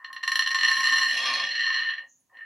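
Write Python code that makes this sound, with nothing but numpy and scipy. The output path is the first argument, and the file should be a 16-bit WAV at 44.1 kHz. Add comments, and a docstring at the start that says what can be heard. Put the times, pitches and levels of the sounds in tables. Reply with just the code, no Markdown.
"""A small wooden top at the end of its spin, on a hard plate close to the microphone.
Its tilted disc hops, then rolls with chatter, grit and knocks, swings out towards the plate's edge and back,
stalls with a faint sliding hiss and starts to roll again. Each contact is a short pulse that rings
the plate's decaying modes; shaped noise gives the hiss, a low rumble and the table's thumps.
A small room answers, over quiet air."""
import sys
import numpy as np
from scipy import signal
from scipy.fft import rfft, irfft, next_fast_len
from scipy.io import wavfile
from scipy.ndimage import uniform_filter1d, map_coordinates

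SR = 44100
rng = np.random.default_rng(int(sys.argv[2]) if len(sys.argv) > 2 else 0)


def to_wav(s):
    """Save 16-bit WAV."""
    ch = np.atleast_2d(s).T  # columns
    pcm = np.round(np.clip(ch, -1, 1) * 32767)  # PCM
    wavfile.write(sys.argv[1], SR, pcm.astype(np.int16))


N = 108045  # length in samples

# how the disc rolls: time_s, relative level_db, contact brightness_hz before any dulling
ROLL = [(0, -41, 1720), (.2, -49.5, 2430), (.26, -42, 5140), (.38, -39, 8100), (.535, -37, 8640),
        (.64, -25, 7960), (.79, -26.5, 10300), (.92, -24.5, 9000), (1.1, -25, 9600), (1.2, -26.5, 7700),
        (1.29, -23.5, 7100), (1.42, -27.5, 6160), (1.49, -31, 6830), (1.57, -27, 5700), (1.74, -28, 5800),
        (1.9, -27.5, 3980), (1.99, -39.5, 3510), (2.045, -47.5, 3000), (2.09, -89, 2796),
        (2.288, -84, 1486), (2.298, -61.5, 1710), (2.35, -48.5, 2700), (2.385, -41.5, 2800),
        (2.45, -41, 2370)]
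# plate and top ring: pitch_hz, t60_s, middle_db and edge_db (relative, struck in the middle or near the edge)
MODES = [(1074.3, 0.19, -14.5, -13), (1175, .11, -44, -17), (1616, 0.066, -21, -27),
         (1796, 0.018, -7.5, -15), (1850.5, 0.04, -1, -9.5), (2360, 0.086, -31.5, -21),
         (2546, 0.11, -26.5, -12.5), (2786, 0.061, -18, -16), (2899, 0.068, -14.5, -21),
         (3088, 0.035, -20.5, -19.5), (3325, 0.12, -45, -7), (4135, 0.041, -10, -15.5),
         (4242, 0.071, -14.5, -9.5), (5172, 0.1, -54, -10.5), (5693, 0.024, -17, -21.5),
         (6255, 0.1, -56, -18.5), (7467, 0.046, -28, -28.5)]


def amp(db):
    """Decibels to gain."""
    return 10 ** (np.asarray(db) / 20)


def unit(x):
    """Scale to rms 1."""
    return x / np.sqrt(np.mean(x ** 2) + 1e-20)


def along(points, hz):
    """Read (Hz, value) points on a log frequency axis."""
    f, v = np.transpose(points)
    return np.interp(np.log(hz + 1), np.log(f + 1), v)


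def curves(rows, at):
    """Each column after the time, read at the given times."""
    s, *cols = np.transpose(rows)
    return [np.interp(at, s, c) for c in cols]


def filtered(x, response):
    """x with its spectrum multiplied by a response of frequency."""
    n = x.shape[-1]
    m = next_fast_len(n + 8192)
    hz = np.fft.rfftfreq(m, 1 / SR)
    return irfft(rfft(x, m) * response(hz), m)[..., :n]


def noise(colour, size):
    """Coloured noise of rms 1."""
    white = rng.standard_normal(size)
    return unit(filtered(white, lambda hz: amp(along(colour, hz))))


def contacts(times, gains, bright_hz, size=128):
    """Force of short contacts; the softer one is, the less treble it has."""
    treble_slope = 5.34  # steepness of the treble loss
    hz = np.fft.rfftfreq(size, 1 / SR)
    spectra = 1 / (1 + (hz / bright_hz[:, None]) ** treble_slope)
    pulses = np.fft.fftshift(irfft(spectra), axes=1)
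    centres = np.round(times * SR).astype(int)[:, None]
    where = np.clip(centres + np.arange(size) - size // 2, 0, N)
    return np.bincount(where.ravel(), (gains[:, None] * pulses).ravel(), N + 1)[:N]


def hops():
    """Single blows as the disc leaves the plate and lands again."""
    # time_s, relative strength_db, contact brightness_hz
    landings = [(0.045, -15, 5160), (0.102, -13, 1600), (0.1288, -18.5, 14220), (0.1638, -12, 4970),
                (0.23, -14.5, 8020), (.235, -7, 8500), (0.2768, -0.5, 9800), (0.3176, -2, 10900),
                (0.3554, 1, 10500), (0.392, 2.5, 9420), (0.4615, -4, 7000), (2.297, -39, 1688),
                (2.37, -24, 3520)]
    s, db, bright_hz = np.transpose(landings)
    return contacts(s, amp(db + 6.5), bright_hz)


def knocks():
    """The rim catches on the plate as it rolls; each knock is as bright as the roll at that moment."""
    # time_s, relative strength_db
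    catches = [(0.4214, -1), (0.473, 0.5), (0.5054, -4.5), (0.5135, -2.5), (0.5454, 2), (0.5549, -1.5),
               (0.586, -3), (0.609, 0), (0.6319, 3), (0.6475, 3), (0.6674, -9), (0.6819, 3.5),
               (0.6983, -4.5), (0.7145, 2.0), (0.7549, -5), (0.767, -4), (0.8042, -2.5), (0.8533, -2),
               (0.8854, -3), (0.9234, -1), (0.9362, -3.5), (0.9578, -3), (0.9676, -5), (0.982, 0),
               (0.9912, -6), (1.0125, -4.5), (1.0564, -8.5), (1.1422, -6.5), (1.1741, -6.0), (1.2552, -3.5),
               (1.3361, -3), (1.3483, -9.5), (1.4198, -10), (1.4492, -5), (1.5097, -17), (1.5187, -7),
               (1.5544, -3.5), (1.5796, -7.0), (1.5941, -3), (1.6096, -15), (1.6347, -6), (1.6649, -3.5),
               (1.7021, -2.5), (1.726, -9.5), (1.7451, -5), (1.7895, -7), (1.7997, -7.5), (1.9024, -9),
               (1.9361, -6.5), (1.9805, -9.5)]
    s, db = np.transpose(catches)
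    bright_hz = curves(ROLL, s)[1]
    return contacts(s, amp(db + 4.5), bright_hz)


def bumps(rate, scatter, spread_db, dulling, count):
    """A loose train of tiny blows that follows the level and brightness of the roll."""
    chance = rng.standard_normal((count, 2))
    s = (np.arange(count) + scatter * chance[:, 0]) / rate
    db, bright_hz = curves(ROLL, s)
    uneven = unit(amp(spread_db * chance[:, 1]))
    gains = amp(db) * uneven * np.sqrt(SR / rate)  # sparser bumps are stronger
    return contacts(s, gains * (s > 0), bright_hz * dulling)


def rolling():
    """The disc chatters along, with fine grit between the bounces."""
    # rate in bumps per second, scatter in mean intervals
    chatter = bumps(rate=125, scatter=.2, spread_db=3, dulling=0.92, count=600)
    grit = bumps(rate=1200, scatter=2, spread_db=4, dulling=0.9, count=5000)
    return amp(-1.0) * chatter + amp(-6.5) * grit


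def ring(mode_db, clack, clack_db):
    """The plate's answer to one blow: its lowest mode, and the other modes over a short dense clack."""
    mode_spread_db, mode_rise_s = 1.5, .0005
    clack_t60_s, clack_rise_s = 0.043, .0004
    low_band_hz = 440  # weak modes about this close to the lowest one go with it
    t = np.arange(SR // 4) / SR
    hz, t60 = np.transpose(MODES)[:2, :, None]

    signs = (-1) ** np.arange(len(hz))
    gains = amp(mode_db + mode_spread_db * rng.standard_normal(len(hz))) * signs
    modes = np.sin(2 * np.pi * hz * t) * amp(-60 * t / t60) * (1 - np.exp(-t / mode_rise_s))
    modes *= gains[:, None] / np.linalg.norm(modes, axis=1, keepdims=True)

    dense = noise(clack, size=len(t)) * amp(-60 * t / clack_t60_s) * (1 - np.exp(-t / clack_rise_s))
    dense = amp(clack_db) * dense / np.linalg.norm(dense)
    near = filtered(dense, lambda f: np.exp(-((f - hz[0]) / low_band_hz) ** 2))
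    return modes[0] + near, modes[1:].sum(0) + dense - near


def plate(blows, roll, count=4):
    """Each blow clicks; where the disc runs, and which point of it touches, decide how the modes ring."""
    # where the disc runs: time_s, place (0 middle of the plate to 1 near its edge)
    path = [(1.11, 0.055), (1.19, 0.67), (1.27, 0.73), (1.37, 0.78), (1.44, 0.53), (1.51, 0.083)]
    # lowest mode, which fades at some places on the disc's path: time_s, relative level_db
    low_mode = [(.15, 3.5), (.38, -0.5), (.5, -0.5), (1.05, 0), (1.13, -16), (1.25, 1), (1.42, -0.5),
                (1.5, -44), (1.6, -19.5), (1.68, -1.5), (1.85, -6.5), (1.97, -14), (2.3, 4), (2.42, -26)]
    # dense weak modes between the strong ones, struck in the middle: pitch_hz, relative density_db per Hz
    clack_middle = [(100, -53.5), (450, -35.5), (800, -50.5), (1230, 17), (1400, 2), (1900, 21.5),
                    (2400, -6.5), (3000, 20), (3700, -2), (4300, 12.5), (5100, -4.5), (5800, 9.5),
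                    (6400, -18.5), (7000, -18.5), (7550, 8.5), (8600, -54), (9400, -4), (10700, 14),
                    (13000, -7), (15300, 2.5)]
    # the same struck near the edge: pitch_hz, relative density_db per Hz
    clack_edge = [(100, -38), (400, -26), (550, -2), (1200, -17.5), (1400, 4.5), (2400, 4), (3100, -8.5),
                  (3800, 3), (4400, 4), (5800, -18), (7400, -10.5), (8100, -44.5), (8700, -2), (9400, -19),
                  (10600, 11), (12000, -7.5), (15000, -2.5)]
    touch_s = .016  # a new point of contact is drawn this often
    bass_cut_hz = 523  # the plate's sound is cut off below this

    t = np.arange(N) / SR
    edge = np.clip(curves(path, t)[0], 0, 1)
    low_gain = amp(curves(low_mode, t)[0])
    middle_db, edge_db = np.transpose(MODES)[2:]
    touch = np.take(rng.integers(count, size=512), (t / touch_s).astype(int), mode="wrap")

    click_band = signal.butter(4, [2240, 4850], "band", fs=SR, output="sos")
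    out = amp(-9.5) * signal.sosfilt(click_band, blows)
    places = [(1 - edge, middle_db, clack_middle, -9.5), (edge, edge_db, clack_edge, -3)]
    for share, mode_db, clack, clack_db in places:
        for k in range(count):
            low, rest = ring(mode_db, clack, clack_db)
            touching = uniform_filter1d((touch == k).astype(float), size=128)
            push = (blows + roll) * share * touching
            ringing = signal.fftconvolve(push * low_gain, low) + signal.fftconvolve(push, rest)
            out += ringing[:N]
    bass_cut = signal.butter(2, bass_cut_hz, "high", fs=SR, output="sos")
    return signal.sosfilt(bass_cut, out)


def slides():
    """A thin hiss of the tip slipping on the glaze while the top stalls: swelling bands of noise."""
    # start_s, peak_s, end_s, level_db at the peak, centre pitch_hz, width_hz to each side
    slips = [(2.055, 2.096, 2.315, -60.5, 6540, 523), (2.15, 2.205, 2.26, -73.5, 10000, 681)]
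    fade_db = 32  # drop from the peak to the start or end
    t, out = np.arange(N) / SR, np.zeros(N)
    for start, peak, end, db, hz, width in slips:
        away = np.maximum((peak - t) / (peak - start), (t - peak) / (end - peak))
        hiss = filtered(rng.standard_normal(N), lambda f: 1 / (1 + ((f - hz) / width) ** 4))
        out += amp(db - fade_db * away) * unit(hiss)
    return out


def rumble():
    """The plate rumbles under the rolling disc: low noise that follows a level curve."""
    # time_s, level_db
    swell = [(0, -88), (.37, -66), (.87, -67), (.95, -52.5), (1.02, -69.5), (1.16, -49), (1.4, -47.5),
             (1.56, -62), (1.98, -71.5), (2.04, -62), (2.12, -93.5), (2.28, -92), (2.33, -63),
             (2.45, -84.5)]
    # pitch_hz, relative density_db per Hz
    rumble_colour = [(25, -49), (480, -15.5), (543, 1.5), (610, -10), (710, 3.5), (810, -7.5), (950, 2.5),
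                     (1300, -17.5), (3000, -73)]
    t = np.arange(N) / SR
    return amp(curves(swell, t)[0]) * noise(rumble_colour, size=N)


def thumps():
    """The table under the plate thumps dully: low noise of randomly wavering level."""
    # time_s, level_db before the wavering
    swell = [(.2, -90), (.38, -70), (.5, -84), (.65, -68), (1.44, -66), (1.53, -76.5), (1.6, -72),
             (1.72, -87.5), (1.82, -68.5), (1.89, -93)]
    # pitch_hz, relative density_db per Hz
    thump_colour = [(25, -32), (65, -25), (120, 7.5), (195, -4.5), (245, 11.5), (310, 2.5), (1000, -50)]
    uneven_db, knots_per_s = 3.5, 28
    t = np.arange(N) / SR
    uneven = map_coordinates(rng.standard_normal(size=512), [t * knots_per_s])
    return amp(curves(swell, t)[0] + uneven_db * uneven) * noise(thump_colour, size=N)


def room(x):
    """A small room's answer as decaying noise, narrow in the bass and around 1900 Hz, wide in the treble."""
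    # pitch_hz, t60_s
    decay = [(150, 0.38), (1000, 0.12), (4000, 0.18), (12000, 0.16)]
    # side signal of the answer: pitch_hz, gain_db
    side_width = [(100, -16.5), (1100, -9.5), (1900, -18), (3000, -8), (5000, -6.5), (10000, -1.5)]
    delay_s = .0035
    hz, t, z = signal.stft(rng.standard_normal((2, SR // 3)), SR, nperseg=256)
    fading = z * amp(-60 * t / along(decay, hz)[:, None])
    tail = signal.istft(fading, SR, nperseg=256)[1]
    tail = np.pad(tail / np.linalg.norm(tail[0]), ((0, 0), (int(delay_s * SR), 0)))
    mid, side = signal.fftconvolve(x[None], tail, axes=1)[:, :N]
    side = filtered(side, lambda f: amp(along(side_width, f)))
    return np.array([mid + side, mid - side])


def quiet_air():
    """Steady stereo noise, partly shared by both sides."""
    # pitch_hz, relative density_db per Hz
    air_colour = [(20, -23), (120, -4), (250, -6.5), (1200, -17.5), (15000, -18.5)]
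    shared = noise(air_colour, size=N)
    separate = np.array([noise(air_colour, size=N), noise(air_colour, size=N)])
    return amp(-82.5) * (shared + amp(4.0) * separate)


def scene():
    """The top on its plate, the room and its quiet air."""
    blows = hops() + knocks()
    top = plate(blows, rolling()) + slides() + rumble() + thumps()
    return top + amp(-3) * room(top) + quiet_air()


def record(dry):
    """The treble leans to the right; nothing passes above the band limit."""
    # pitch_hz, left minus right_db
    balance = [(200, 0.5), (4000, 0), (9000, -2.5), (14000, -2.5)]
    top_hz = 15850
    halves = np.array([[.5], [-.5]])  # each side takes half the difference
    return filtered(dry, lambda hz: amp(along(balance, hz) * halves) * (hz < top_hz))


dry = scene()
out = record(dry)
to_wav(out)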